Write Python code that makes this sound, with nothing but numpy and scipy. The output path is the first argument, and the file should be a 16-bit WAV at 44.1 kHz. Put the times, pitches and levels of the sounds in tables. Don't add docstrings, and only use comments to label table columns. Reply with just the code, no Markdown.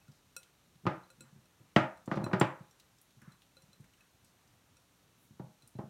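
import sys
import numpy as np
from scipy import signal
from scipy.fft import rfft, irfft, next_fast_len
from scipy.io import wavfile
from scipy.ndimage import map_coordinates

SR = 44100
rng = np.random.default_rng(int(sys.argv[2]) if len(sys.argv) > 2 else 0)


def persist_wave(psi):
    counts = np.round(np.clip(psi, -1, 1) * 32767).astype(np.int16)
    wavfile.write(sys.argv[1], SR, np.atleast_2d(counts).T)


N = 260025
SPAN = SR // 2
T = np.arange(SPAN) / SR
F = np.fft.rfftfreq(2 * SPAN, 1 / SR)


def amp(db):
    return 10 ** (np.asarray(db) / 20)


def unit(x):
    return x / np.sqrt(np.mean(x ** 2) + 1e-20)


def along(points, hz):
    point_hz, value = np.transpose(points)
    return np.interp(np.log(hz + 1), np.log(point_hz + 1), value)


def wobble(knots_per_s):
    knots = rng.standard_normal(int(N * knots_per_s / SR) + 4)
    return map_coordinates(knots, [np.arange(N) * knots_per_s / SR])


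def noise(spectrum):
    m = next_fast_len(N)
    colour = amp(along(spectrum, np.fft.rfftfreq(m, 1 / SR)))
    return unit(irfft(rfft(rng.standard_normal(m)) * colour, m)[:N])


def cavity(centre_hz, width):
    u = 1j * F / centre_hz
    return width * u / (1 + width * u + u * u)


def through(x, response):
    return irfft(rfft(x, 2 * SPAN) * response)[:SPAN]


def ring(hz, level_db, t60_s, scatter_db, split):
    strength_db = level_db + scatter_db * rng.standard_normal(len(hz))
    gain = amp(strength_db) * rng.choice([-1, 1], len(hz))
    phase = 2 * np.pi * hz[:, None] * T
    twin = rng.uniform(.25, .6, (len(hz), 1)) * np.sin(phase * (1 + split))
    decay = amp(-60 * T / t60_s[:, None])
    return gain @ (decay * (np.sin(phase) + twin))


# (frequency_hz, t60_s)
KITCHEN_DECAY = [(100, 0.22), (300, 0.29), (700, 0.36), (1500, 0.37), (4000, 0.24), (10000, 0.3)]


def kitchen_tail():
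    hz, t, z = signal.stft(rng.standard_normal(SPAN), SR, nperseg=256)
    decay = amp(-60 * t / np.abs(along(KITCHEN_DECAY, hz))[:, None])
    tail = signal.istft(z * decay, SR, nperseg=256)[1][:SPAN]
    tail *= 1 - np.exp(-T / 0.0016)
    return tail / np.linalg.norm(tail)


def add(out, start_s, level_db, direct, all_round, wet_db):
    echo = through(all_round, rfft(kitchen_tail(), 2 * SPAN))
    gain = amp(level_db) / np.std(direct[:round(.012 * SR)])
    out[round(start_s * SR):][:SPAN] += gain * (direct + amp(wet_db) * echo)


# (frequency_hz, density_db_per_hz)
HISS_COLOUR = [(1290, -32.5), (2200, -4.5), (2600, -1.5), (3850, 3.5), (4120, 2.5), (4910, -2.5), (5850, 2),
               (7960, -2.5), (9570, -1.5), (10500, -8), (11600, -2), (15200, -10), (16200, -13)]


def hiss():
    return amp(-74 + 0.23 * wobble(18)) * noise(HISS_COLOUR)


# (frequency_hz, density_db_per_hz)
AIR_COLOUR = [(180, -23), (300, 0), (441, -2), (786, -3), (1240, -3.5), (3000, -10), (3900, -33),
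              (6600, -120)]


def room_air():
    return amp(-74 + 0.62 * wobble(4.3)) * noise(AIR_COLOUR)


# (frequency_hz, density_db_per_hz)
RUMBLE_COLOUR = [(15, -46), (25, -31.5), (43, -7.5), (112, -2), (193, -3.5), (220, -12), (252, -5.5),
                 (450, -29), (580, -42), (990, -120)]


def kneading_rumble():
    return amp(-73.5 + 1.8 * wobble(12)) * noise(RUMBLE_COLOUR)


# (start_s, length_s, level_db: rms before the swell, centre_hz)
SLIDE_EVENTS = [(.12, 0.097, -77, 5000), (1.196, 0.14, -71.5, 1230), (2.105, 0.052, -59.5, 3560),
                (2.145, 0.043, -64, 4350), (2.325, 0.03, -59.5, 3810), (3.189, 0.2, -67, 1296),
                (3.95, 0.14, -75.5, 1500), (4.232, 0.098, -76.5, 5000), (5.17, 0.13, -74, 11500)]


def slides():
    out = np.zeros(N + SPAN)
    for start_s, length_s, level_db, centre_hz in SLIDE_EVENTS:
        swell = np.sin(np.pi * np.clip(T / length_s, 0, 1))
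        rub = unit(through(rng.standard_normal(SPAN), cavity(centre_hz, 1.05) ** 3))
        out[round(start_s * SR):][:SPAN] += amp(level_db) * swell * rub
    return out[:N]


# (start_s, level_db, centre_hz)
SMACK_EVENTS = [(0.1166, -72.5, 4860), (0.4307, -62.5, 3170), (.7552, -75, 3640), (2.058, -64.5, 7100),
                (2.792, -77, 8700), (2.7982, -63, 3714), (2.9841, -71, 5960), (3.0140, -65, 10820),
                (3.1063, -72, 3380), (3.2172, -63, 1670), (3.4191, -66.5, 3320), (3.8054, -75.5, 8040),
                (3.8420, -69.5, 1907), (3.935, -70.5, 2830), (4.2454, -68.5, 9080), (4.475, -73.5, 5780),
                (5.6746, -61.5, 9500)]
SMACK_T60_S, SMACK_RISE_S = 0.043, 0.00026


def smacks():
    out = np.zeros(N + SPAN)
    for start_s, level_db, centre_hz in SMACK_EVENTS:
        envelope = amp(-60 * T / SMACK_T60_S) * (1 - np.exp(-T / SMACK_RISE_S))
        burst = rng.standard_normal(SPAN) * envelope
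        skirts = amp(-16.0) * cavity(5900, 1.1) ** 2
        smack = through(burst, cavity(centre_hz, 0.28) + skirts)
        add(out, start_s, level_db, smack, smack, wet_db=-6)
    return out[:N]


# (pitch_hz, level_db, t60_s)
RIM_MODES = [(528, -12, .2), (1415, -4, .085), (2580, -3, .1), (4050, -2, .1), (5652, -1, .075),
             (7385, -2, .085), (9180, -2, .06), (11050, -5, .045), (13015, -10, .045), (15140, -10, .05)]
# (pitch_hz, level_db, t60_s)
WALL_MODES = [(3500, -12, .03), (8020, -5, .09), (8605, -5, .09), (9320, 0, .06), (10290, -13, .1),
              (11670, -9, .11), (13360, -6, .05), (14400, -14, .04)]
# (start_s, level_db, favoured_hz, lead_db, slope_db_per_octave: positive falls below favoured_hz)
TAP_EVENTS = [(0.015, -72, 2630, 5, -2), (0.0806, -69.5, 1415, 3, 1), (0.3652, -44, 5570, 3.5, 1),
              (1.037, -70.5, 4050, 19, 1), (1.1025, -60.5, 5700, -5, -0.5), (1.2074, -54, 8020, 5, -0.5),
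              (1.4559, -72.5, 5652, 6, 1), (1.9732, -67.5, 5600, 1, -3), (2.157, -59, 9000, -13, -16),
              (2.2419, -46.5, 4100, 3.5, -2), (2.3988, -42, 7400, 4, 11.5), (2.7107, -67.5, 5770, 9.5, 9),
              (3.3205, -67.5, 4150, 4.5, 10), (3.5685, -60.5, 4080, 13, -4),
              (3.6212, -67.5, 4020, -4.5, 12.5), (3.7311, -64, 4090, 11, 2), (4.0075, -66, 2543, 6, 7.5),
              (4.769, -66.5, 5700, 5, -2), (5.622, -66, 4050, 1.5, 3), (5.7566, -74, 4020, 22, 6)]
ABOVE_DB_PER_OCTAVE, WALL_DB = 3.8, -1.5


def taps():
    out = np.zeros(N + SPAN)
    hz, mode_db, t60_s = np.transpose(np.concatenate((RIM_MODES, WALL_MODES)))
    is_wall = np.arange(len(hz)) >= len(RIM_MODES)
    for start_s, level_db, favoured_hz, lead_db, slope_db_per_octave in TAP_EVENTS:
        octaves = np.log2(hz / favoured_hz)
        leads = np.arange(len(hz)) == np.argmin(np.abs(octaves))
        distance_db = np.minimum(slope_db_per_octave * octaves, -ABOVE_DB_PER_OCTAVE * octaves)
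        others_db = mode_db + WALL_DB * is_wall + distance_db - lead_db
        glass = ring(hz, np.where(leads, 0, others_db), t60_s, scatter_db=2.5, split=.008)
        burst = rng.standard_normal(SPAN) * amp(7.5 - lead_db - 60 * T / 0.024)
        tap = glass + through(burst, cavity(7000, 0.53))
        add(out, start_s, level_db, tap, tap, wet_db=-13)
    return out[:N]


# (pitch_hz, level_db, free_t60_s: before the contact's share and limits)
BOARD_MODES = [(129.4, -1.5, 0.12), (192.6, -6, 0.12), (336.7, -2, 0.1), (530.7, -14.5, 0.41),
               (622.7, -14, 0.37), (751, -21.5, 0.37), (843, -12, 0.3), (850, -9.5, 0.052),
               (974.6, -11.5, 0.11), (1182, -25, 0.64), (1234, -12.5, 0.06), (1222, -4.5, 0.11)]
# (start_s, level_db, boom_db: added to modes below 250 Hz)
KNOCK_EVENTS = [(0.081, -56, 14), (0.747, -67, 11), (0.831, -58, 7), (0.852, -36.5, 11.5),
                (0.865, -25, 3.5), (1.178, -65, 9), (1.202, -58.5, 2), (1.232, -64, 13), (1.321, -61.5, 10),
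                (1.352, -60.5, 4.5), (1.597, -63, 2), (1.761, -18, 1), (2.075, -36.5, 9.5),
                (2.113, -30.5, 2), (2.138, -40.5, -4), (2.160, -39, 21), (2.170, -32, 7.5),
                (2.198, -37.5, 11.5), (2.215, -39, 10), (2.235, -35.5, 13), (2.262, -36, 4.5),
                (2.283, -44.5, 15), (2.312, -43, -10), (2.331, -25.5, 6), (2.411, -19.5, -1),
                (2.6, -52.5, 7), (3.165, -63, 14.5), (3.216, -59.5, 4), (3.270, -54.5, 6),
                (3.626, -67.5, 16.5), (3.679, -68.5, 11.5), (3.794, -55.5, 9.5), (5.303, -56, 15),
                (5.394, -42, 9.5), (5.432, -55.5, 9), (5.462, -67, 12.5), (5.626, -65.5, 2.5),
                (5.75, -47, 17), (5.786, -38.5, 8), (5.835, -49, 15), (5.867, -60, 10)]
HARD_DB, HARD_HZ, DB_PER_OCTAVE = -30, 2200, 18.5
BOOM_DB_PER_OCTAVE = 38
SOFT_DB, SOFT_HZ = -49.5, 290
FREE_HARD, FREE_SOFT = 0.55, .45
SPREAD_S = 0.001
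EDGE_DB, EDGE_DB_PER_DB = -16, 0.7


def knocks():
    out = np.zeros(N + SPAN)
    hz, mode_db, free_t60_s = np.transpose(BOARD_MODES)
    low_cut = (1j * F / 85 / (1 + 1j * F / 85)) ** 4
    dense = 1j * F / 500 / (1 + 1j * F / 500)
    thick = 1 / (1 + 1j * F / 900) ** 1.11
    bending = np.exp(-4j * np.pi * SPREAD_S * np.sqrt(1000 * F))
    for start_s, level_db, boom_db in KNOCK_EVENTS:
        if level_db > SOFT_DB:
            corner_octaves = (level_db - HARD_DB) / DB_PER_OCTAVE - boom_db / BOOM_DB_PER_OCTAVE
            corner_hz, free = HARD_HZ * 2 ** corner_octaves, FREE_HARD
        else:
            corner_hz, free = SOFT_HZ, FREE_SOFT
        t60_s = np.clip(free_t60_s * free, .01, .2)
        board = ring(hz, mode_db + boom_db * (hz < 250), t60_s, scatter_db=1.5, split=.08)
        burst = amp(16.5 - 60 * T / 0.035) * rng.standard_normal(SPAN)
        impulse = np.linalg.norm(burst) * (T == 0)
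        rise = 1 - np.exp(-T * corner_hz / 1.7)
        u = 1j * F / corner_hz
        soft_contact = 1 / (1 + 1.48 * u + u * u) ** 2
        edge = amp(EDGE_DB + EDGE_DB_PER_DB * (level_db - HARD_DB)) * cavity(4200, 1.1) ** 3
        path = (soft_contact + edge) * thick * low_cut * bending
        near = through(rise * (board + through(burst, dense)), path)
        all_round = through(rise * board + through(impulse, dense), path)
        add(out, start_s, level_db, near, all_round, wet_db=-4.0)
    return out[:N]


def scene():
    background = hiss() + room_air() + kneading_rumble()
    return (background + slides() + smacks() + taps() + knocks())[None]


TOP_HZ = 16050


def record(dry):
    m = next_fast_len(N + SPAN)
    passes = np.fft.rfftfreq(m, 1 / SR) < TOP_HZ
    return irfft(rfft(dry, m) * passes, m)[:, :N]


dry = scene()
out = record(dry)
persist_wave(out)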